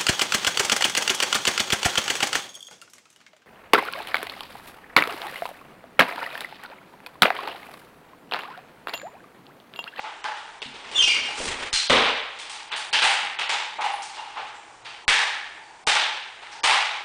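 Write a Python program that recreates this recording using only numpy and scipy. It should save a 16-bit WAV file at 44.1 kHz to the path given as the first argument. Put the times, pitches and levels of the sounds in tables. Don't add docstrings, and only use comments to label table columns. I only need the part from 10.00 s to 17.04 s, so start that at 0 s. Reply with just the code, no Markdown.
import sys
import numpy as np
from scipy import signal
from scipy.io import wavfile
from scipy.ndimage import uniform_filter1d, minimum_filter1d

SR = 44100
rng = np.random.default_rng(int(sys.argv[2]) if len(sys.argv) > 2 else 0)


def makeup_ratio(level_db):
    decades = np.asarray(level_db, float) / 20
    return 10 ** decades


def bounce(signal):
    frames = np.transpose(np.atleast_2d(signal))
    limited = np.clip(frames, -1, 1)
    pcm = np.round(limited * 32767).astype(np.int16)
    wavfile.write(sys.argv[1], SR, pcm)


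N = 310464

# start_s [s], crack_db [dB], stock_knock_db [dB], snap_db [dB]
SLAPS = [(2.7167, -18.5, -7.5, -29), (2.7607, -32.5, 5, 2), (2.929, -8.5, -8, -15),
         (3.021, -6.5, -17.5, -18.5), (3.389, -17, -6.5, -18), (3.4936, -14.5, -3.5, -14.5),
         (3.809, -20.5, -13, -17), (4.8494, -31, -7, -17), (5.0799, -4, -11.5, -14.5),
         (5.8721, -7.5, -7, -11), (5.956, -12.5, -4.5, -17.5), (6.4205, -31.5, -2.5, -24.5),
         (6.6389, -8.5, -2, -11), (6.6965, -8.5, -4, -16)]
# start_s [s], crack_db [dB], stock_knock_db [dB], snap_db [dB]
KNOCKS = [(0.041, -31, 4, -35), (0.2423, -24.5, 6, -20.5), (3.0365, -20.5, 9, -0.5),
          (3.7864, -30.5, 16.5, -34), (3.8408, -28.5, 4, -12.5), (4.1715, -37, 12.5, -27),
          (4.359, -37, 8.5, -28), (4.372, -28.5, 2.5, -26), (5.188, -23, 3.5, -11), (6.5144, -37, -3, -9.5)]
# start_s [s], crack_db [dB], stock_knock_db [dB], snap_db [dB]
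TICKS = [(0.363, -34.5, -20, -13), (0.619, -27.5, -16, -21), (1.7292, -11, -23, -8), (2.388, -28, -10, -9),
         (2.497, -25.5, -6.5, -8.5), (2.7021, -32, 3, -41), (4.021, -34, -25, 1.5),
         (4.1458, -33, -24, -10.5)]
# start_s [s], crack_db [dB], knock_db [dB], snap_db [dB]
HEELS = [(0.0217, -43, 0, -35), (0.742, -33, -6, -19), (0.9145, -27.5, -6, -13.5), (1.61, -27.5, -4, -48),
         (1.8972, -2, -10.5, -19), (1.9624, -8, -7, -40)]
# thud_db [dB], palm_db [dB]
CONTACT_BODY = [
    (-25.5, -6),
    (-18, -1.5),
    (-58, -11.5),
    (-10, -8.5),
]
SHARE_HZ = [130, 400, 850, 1600, 3300, 7200]
# (start_s [s], level_db [dB])
WOOD_PARTS = [
    (852, 110, [(0, -48), (1.28, -38.5), (2.497, -58), (2.88, -60), (3.868, -50), (4.178, -51), (5.578, -50), (5.69, -54), (6.545, -48), (6.636, -35)]),
    (434, 470, [(1.4, -34), (1.899, -21), (3.23, -53.5)]),
    (819, 76, [(3.035, -28), (3.783, -32.5), (3.822, -31.5), (4.37, -43)]),
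    (2830, 210, [(3.82, -39.5), (4.17, -46)]),
    (486, 134, [(1.9, -24.5), (4.37, -54), (5.87, -46)]),
    (1130, 350, [(1.905, -18.5), (6.711, -28)]),
    (1570, 300, [(0.245, -39), (2.72, -44.5)]),
    (1765, 230, [(5.099, -21.5)]),
    (2270, 340, [(1.069, -26.5), (6.702, -36)]),
]
# (start_s [s], level_db [dB])
HARD_PARTS = [
    (2970, 850, [(0.618, -57), (2.935, -22), (4.86, -48.5), (5.95, -42)]),
    (2510, 3600, [(0, -43.5), (5.077, -39.5), (6.634, -24.5)]),
    (4570, 250, [(1.74, -32.5), (2.76, -44.5), (4.86, -54.5), (5.63, -59)]),
    (4900, 2400, [(1.025, -25), (4.86, -59), (5.08, -29.5), (6.518, -48)]),
    (7450, 1000, [(1.41, -48), (4.55, -58)]),
    (9860, 360, [(2.76, -41), (3.929, -43.5)]),
]


def blows():
    rows = []
    for kind, body in zip((SLAPS, KNOCKS, TICKS, HEELS), CONTACT_BODY):
        rows += [(*row, *body) for row in kind]
    start_s, crack_db, knock_db, snap_db, thud_db, palm_db = np.transpose(rows)
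    shares_db = np.array([thud_db - 13.0, thud_db + 0.5, knock_db - 0.5, palm_db + 4.5,
                          0 * start_s, snap_db + 4.0])
    white = rng.standard_normal((3, N)) * makeup_ratio(1.3 * drift(180))
    quirks_db = 1.5 * rng.standard_normal((len(start_s), 27))
    out = struck(start_s, crack_db + knock_db - 0.5, 815.4, 913, white[2])
    for k, (low, high) in list(enumerate(third_octaves()))[6:]:
        centre_hz = np.sqrt(low * high)
        colour_db = [at_hz(np.transpose([SHARE_HZ, shares]), centre_hz) for shares in shares_db.T]
        out += struck(start_s, crack_db + colour_db + quirks_db[:, k], low, high, white[k % 2])
    for hz, width_hz, strikes in WOOD_PARTS + HARD_PARTS:
        part_s, part_db = np.transpose(strikes)
        out += struck(part_s, part_db + 16.5, hz - width_hz / 2, hz + width_hz / 2, white[2])
    return out


def struck(seconds, levels_db, low, high, white):
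    contact_t60_s, build_s, echoes_db = 0.0032, 0.0081, -7.5
    at = np.round(np.multiply(seconds, SR)).astype(int)
    first, last = at.min(), min(at.max() + 2 * SR, N)
    hz, power = np.sqrt(low * high), np.zeros(last - first)
    power[at - first] = makeup_ratio(2 * np.asarray(levels_db))
    swell = np.exp(-2 / (build_s * SR))
    echoes = signal.lfilter([1 - swell], [1, -swell], dying(power, at_hz(HALL_T60, hz) / 2))
    direct = dying(power, (contact_t60_s + 3.0 / hz) / 2)
    envelope = np.sqrt(direct + makeup_ratio(2 * echoes_db) * echoes)
    burst = envelope * rms_one(band(white[first:last], low, high))
    return np.pad(band(burst, low / 2, min(2 * high, SR / 2.2)), (first, N - last))


# start_s [s], level_db [dB]
CLACKS = [(0.2423, -22.5), (2.5, -28), (2.72, -24.5), (3.393, -20), (5.0829, -13), (5.1917, -14),
          (5.869, -11), (5.953, -6.5), (6.643, -9.5)]


def clacks():
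    hits = np.zeros(N)
    for start_s, db in CLACKS:
        hits[round(start_s * SR)] = -makeup_ratio(db + 9.0)
    return band(hits, 1500, 9600)


# start_s [s], boom_db [dB], board_db [dB]
STAMPS = [(0.659, -79, -53), (1.219, -71, -57), (1.4, -49, -65), (1.47, -52, -51.5), (1.734, -70, -66),
          (1.905, -29, -35.5)]
# pitch_hz [Hz], level_db [dB], t60_s [s]
SLAB = [
    [(45.3, -7, 0.78), (71, -6, 0.5)],
    [(139, 3.5, 0.37), (226, 7, 0.46), (263, 8, 0.49)],
]


def stamps():
    out = np.zeros(N)
    for modes, strengths_db in zip(SLAB, np.transpose(STAMPS)[1:]):
        hits = np.zeros(N)
        hits[[round(row[0] * SR) for row in STAMPS]] = makeup_ratio(strengths_db)
        for hz, db, t60_s in modes:
            r, w = makeup_ratio(-60 / (t60_s * SR)), 2 * np.pi * hz / SR
            ringing = signal.lfilter([0, np.sin(w)], [1, -2 * r * np.cos(w), r * r], hits + 1e-18)
            out += makeup_ratio(db) * ringing
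    return out


# start_s [s], length_s [s], pitch_hz [Hz], level_db [dB]
SQUEAKS = [(0.956, .03, 3444, -20.5), (0.944, 0.075, 2795, -32.5), (0.987, 0.028, 3120, -16),
           (1.022, 0.0263, 2834, -15.5), (1.019, .035, 2542, -25.5), (1.053, .02, 2710, -31),
           (1.088, 0.038, 2366, -26), (1.107, .05, 2216, -31.5), (1.734, 0.0654, 4150, -25.5)]


def squeaks():
    slip_edge_s = .005
    sag_per_s = .4
    t, out = np.arange(N) / SR, np.zeros(N)
    clock = np.cumsum(1 + .014 * drift(250)) / SR
    for start_s, length_s, hz, db in SQUEAKS:
        edge = np.minimum(t - start_s, start_s + length_s - t)
        gate = np.clip(edge / slip_edge_s + .5, 0, 1)
        overtone_db = -13 - 17.5 * np.log2(hz / 3000)
        phase = 2 * np.pi * hz * (clock - sag_per_s * (t - start_s - length_s / 2) ** 2 / 2)
        out += makeup_ratio(db) * gate * (np.sin(phase) + makeup_ratio(overtone_db) * np.sin(2 * phase))
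    return out * makeup_ratio(3.0 * drift(56))


# start_s [s], length_s [s], level_db [dB], bright_grit_db [dB], floor_rumble_db [dB]
SHUFFLE = [(.75, 0.065, -51.5, -18, -18), (0.863, 0.092, -44, -23, -21), (0.989, 0.12, -35.5, 3, -27),
           (1.165, 0.18, -37, -9.5, -26), (1.391, 0.075, -36.5, 3.5, -22), (1.489, 0.18, -36.5, -9, -17.5)]
# start_s [s], length_s [s], level_db [dB]
RUSTLE = [(2.35, 0.5, -46), (3.7, 0.83, -47.5), (4.88, 0.059, -43.5), (6.5, .15, -51.5)]


def friction():
    cloth_bright_db, drag_db = -23, -8
    grit = rng.standard_normal((4, N)) * makeup_ratio(2.2 * drift(40))
    *_, bright_db, rumble_db = np.transpose(SHUFFLE)
    soles = strokes(SHUFFLE, 0 * bright_db)
    cloth = strokes(RUSTLE, np.zeros(len(RUSTLE)))
    body = (makeup_ratio(2.0) * soles + cloth) * rms_one(band(grit[0], 840, 3270))
    bright_level = strokes(SHUFFLE, bright_db) + makeup_ratio(cloth_bright_db) * cloth
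    bright = bright_level * rms_one(band(grit[1], 2900, 11000))
    drag = makeup_ratio(drag_db) * soles * rms_one(band(grit[2], 220, 900))
    rumble = strokes(SHUFFLE, rumble_db) * rms_one(band(grit[3], 30, 99))
    return body + bright + drag + rumble


def strokes(rows, shares_db):
    rise_db_s, fall_db_s = 297, 149.5
    t, power = np.arange(N) / SR, 0
    for (start_s, length_s, db, *_), share_db in zip(rows, shares_db):
        before_db = rise_db_s * np.maximum(start_s - t, 0)
        after_db = fall_db_s * np.maximum(t - start_s - length_s, 0)
        power = power + makeup_ratio(2 * np.maximum(db + share_db - (before_db + after_db), -200))
    return np.sqrt(power)


# start_s [s], level_db [dB]
CATCH = [(.6065, -46), (0.6187, -27), (0.6267, -31.5)]


def catch():
    hits, noise = np.zeros(N), rng.standard_normal((2, N))
    for start_s, db in CATCH:
        hits[round(start_s * SR)] = makeup_ratio(db)
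    rattle = rms_one(band(noise[0], 2460, 3700))
    dull = makeup_ratio(-8.0) * rms_one(band(noise[1], 350, 1240))
    return dying(hits, .035) * (rattle + dull)


# pitch_hz [Hz], t60_s [s]
HALL_T60 = [(100, 0.31), (300, 0.44), (600, 0.82), (1000, 0.84), (2000, 1), (4000, 0.81), (7000, 0.63),
            (10000, 0.56)]


def hall(x):
    field_db, build_s = -32.0, .004
    t = np.arange(int(1.6 * SR)) / SR
    echoes, white = np.zeros(len(t)), rng.standard_normal((2, len(t)))
    for k, (low, high) in enumerate(third_octaves()):
        t60_s = at_hz(HALL_T60, np.sqrt(low * high))
        echoes += band(white[k % 2], low, high) * makeup_ratio(-75 * t / t60_s)
    echoes *= makeup_ratio(field_db) * (1 - np.exp(-t / build_s))
    return x + signal.fftconvolve(x, echoes)[:N]


# pitch_hz [Hz], width_hz [Hz], level_db [dB]
MIC = [
    (837, 160, 2.5),
    (3100, 2500, 2),
    (438, 108, 3.5),
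]


def capsule(x):
    for hz, width_hz, db in MIC:
        r = np.exp(-np.pi * width_hz / SR)
        pole = [1, -2 * r * np.cos(2 * np.pi * hz / SR), r * r]
        peak = signal.lfilter((1 - r * r) / 2 * np.array([1, 0, -1]), pole, x)
        x = x + (makeup_ratio(db) - 1) * peak
    return x


# start_s [s], level_db [dB]
JOLTS = [(0.988, -36), (1.041, -32), (1.402, -34), (1.484, -33), (1.559, -42), (1.624, -41), (1.734, -30),
         (1.9, -38), (2.936, -49), (3.049, -35), (5.081, -24), (5.87, -33), (6.646, -38), (6.699, -38)]


def jolts():
    hits = np.zeros(N)
    for start_s, db in JOLTS:
        hits[round(start_s * SR)] = makeup_ratio(db)
    return band(dying(hits, 0.11), 10, 350)


# start_s [s], length_s [s], level_db [dB]
HUM_SWELLS = [(3.1, .15, -77), (4.25, .65, -72), (6.6, .4, -80)]


def lamps():
    hum_db, flicker_db = -77.5, 4.5
    level = makeup_ratio(hum_db) + strokes(HUM_SWELLS, np.zeros(len(HUM_SWELLS)))
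    return level * makeup_ratio(flicker_db * drift(8)) * np.sin(2 * np.pi * 120 * np.arange(N) / SR)


# pitch_hz [Hz], level_db [dB per Hz]
HISS = [(15, -47), (25, -9), (125, -18), (164, -15), (271, -13.5), (375, -4.5), (561, -10), (903, 2),
        (1050, -5.5), (4610, -18.5), (5500, -18), (9080, -21), (10000, -36), (13100, -75.5), (22000, -120)]


def hiss():
    out, white = np.zeros(N), rng.standard_normal((2, N))
    for k, (low, high) in enumerate(third_octaves()):
        out += makeup_ratio(at_hz(HISS, np.sqrt(low * high))) * band(white[k % 2], low, high)
    return makeup_ratio(-49 + 0.27 * drift(6.6)) * rms_one(out)


def rms_one(x):
    return x / np.sqrt(np.mean(x ** 2) + 1e-20)


def at_hz(points, hz):
    points_hz, values = np.array(points)[:, 0], np.array(points)[:, 1]
    return np.interp(np.log(hz), np.log(points_hz), values)


def band(x, low_hz, high_hz):
    return signal.sosfilt(signal.butter(2, [low_hz, high_hz], "band", fs=SR, output="sos"), x)


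def third_octaves():
    edges = 24 * 2 ** (np.arange(28) / 3)
    return list(zip(edges, edges[1:]))


def drift(rate_hz):
    r = np.exp(-2 * np.pi * rate_hz / SR)
    return rms_one(signal.lfilter([1], [1, -2 * r, r * r], rng.standard_normal(N + SR))[SR:])


def dying(x, t60_s):
    return signal.lfilter([1], [1, -makeup_ratio(-60 / (t60_s * SR))], x + 1e-18)


def scene():
    moving = makeup_ratio(-8.5) * blows() + hall(makeup_ratio(0.5) * squeaks()) + stamps() + clacks() + catch() + friction()
    return (capsule(moving) + jolts() + hiss() + lamps())[None]


def starve(x):
    threshold_db, rise_share, chance_db = -31.0, .6, 7.5
    hz, _, frames = signal.stft(x, SR, nperseg=384)
    patch_db = 10 * np.log10(uniform_filter1d(np.abs(frames) ** 2, size=3, axis=0) + 1e-16)
    now_db = np.median(patch_db[(hz > 1000) & (hz < 5000)], axis=0)
    now_db = uniform_filter1d(now_db, size=3)
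    coming_db = -minimum_filter1d(-now_db, size=7, origin=-3)
    chance = np.kron(rng.standard_normal(np.array(frames.shape) // 3 + 1), np.ones((3, 3)))
    bar_db = coming_db + threshold_db + rise_share * (coming_db - now_db)
    kept = patch_db > bar_db + chance_db * chance[:len(hz), :len(now_db)]
    kept = kept | (hz < 1100)[:, None]
    return signal.istft(frames * kept, SR, nperseg=384)[1][:N]


def top_cut(x):
    return signal.sosfilt(signal.butter(12, 10190, fs=SR, output="sos"), x)


def record(dry):
    limit_db, squeeze, recover_db_s = -19.5, 0.36, 165
    level_db = 10 * np.log10(signal.lfilter([.004], [1, -.996], dry ** 2) + 1e-12)
    ramp = recover_db_s * np.arange(N) / SR
    held_db = np.maximum.accumulate(level_db + ramp, axis=1) - ramp
    x = dry * makeup_ratio(-squeeze * np.maximum(held_db - limit_db, 0))
    x = 0.75 * np.tanh(x / 0.83)
    x = signal.sosfilt(signal.cheby2(18, 70, 10450, fs=SR, output="sos"), x)
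    return top_cut(starve(x[0])[None])


dry = scene()
out = record(dry)
bounce(out)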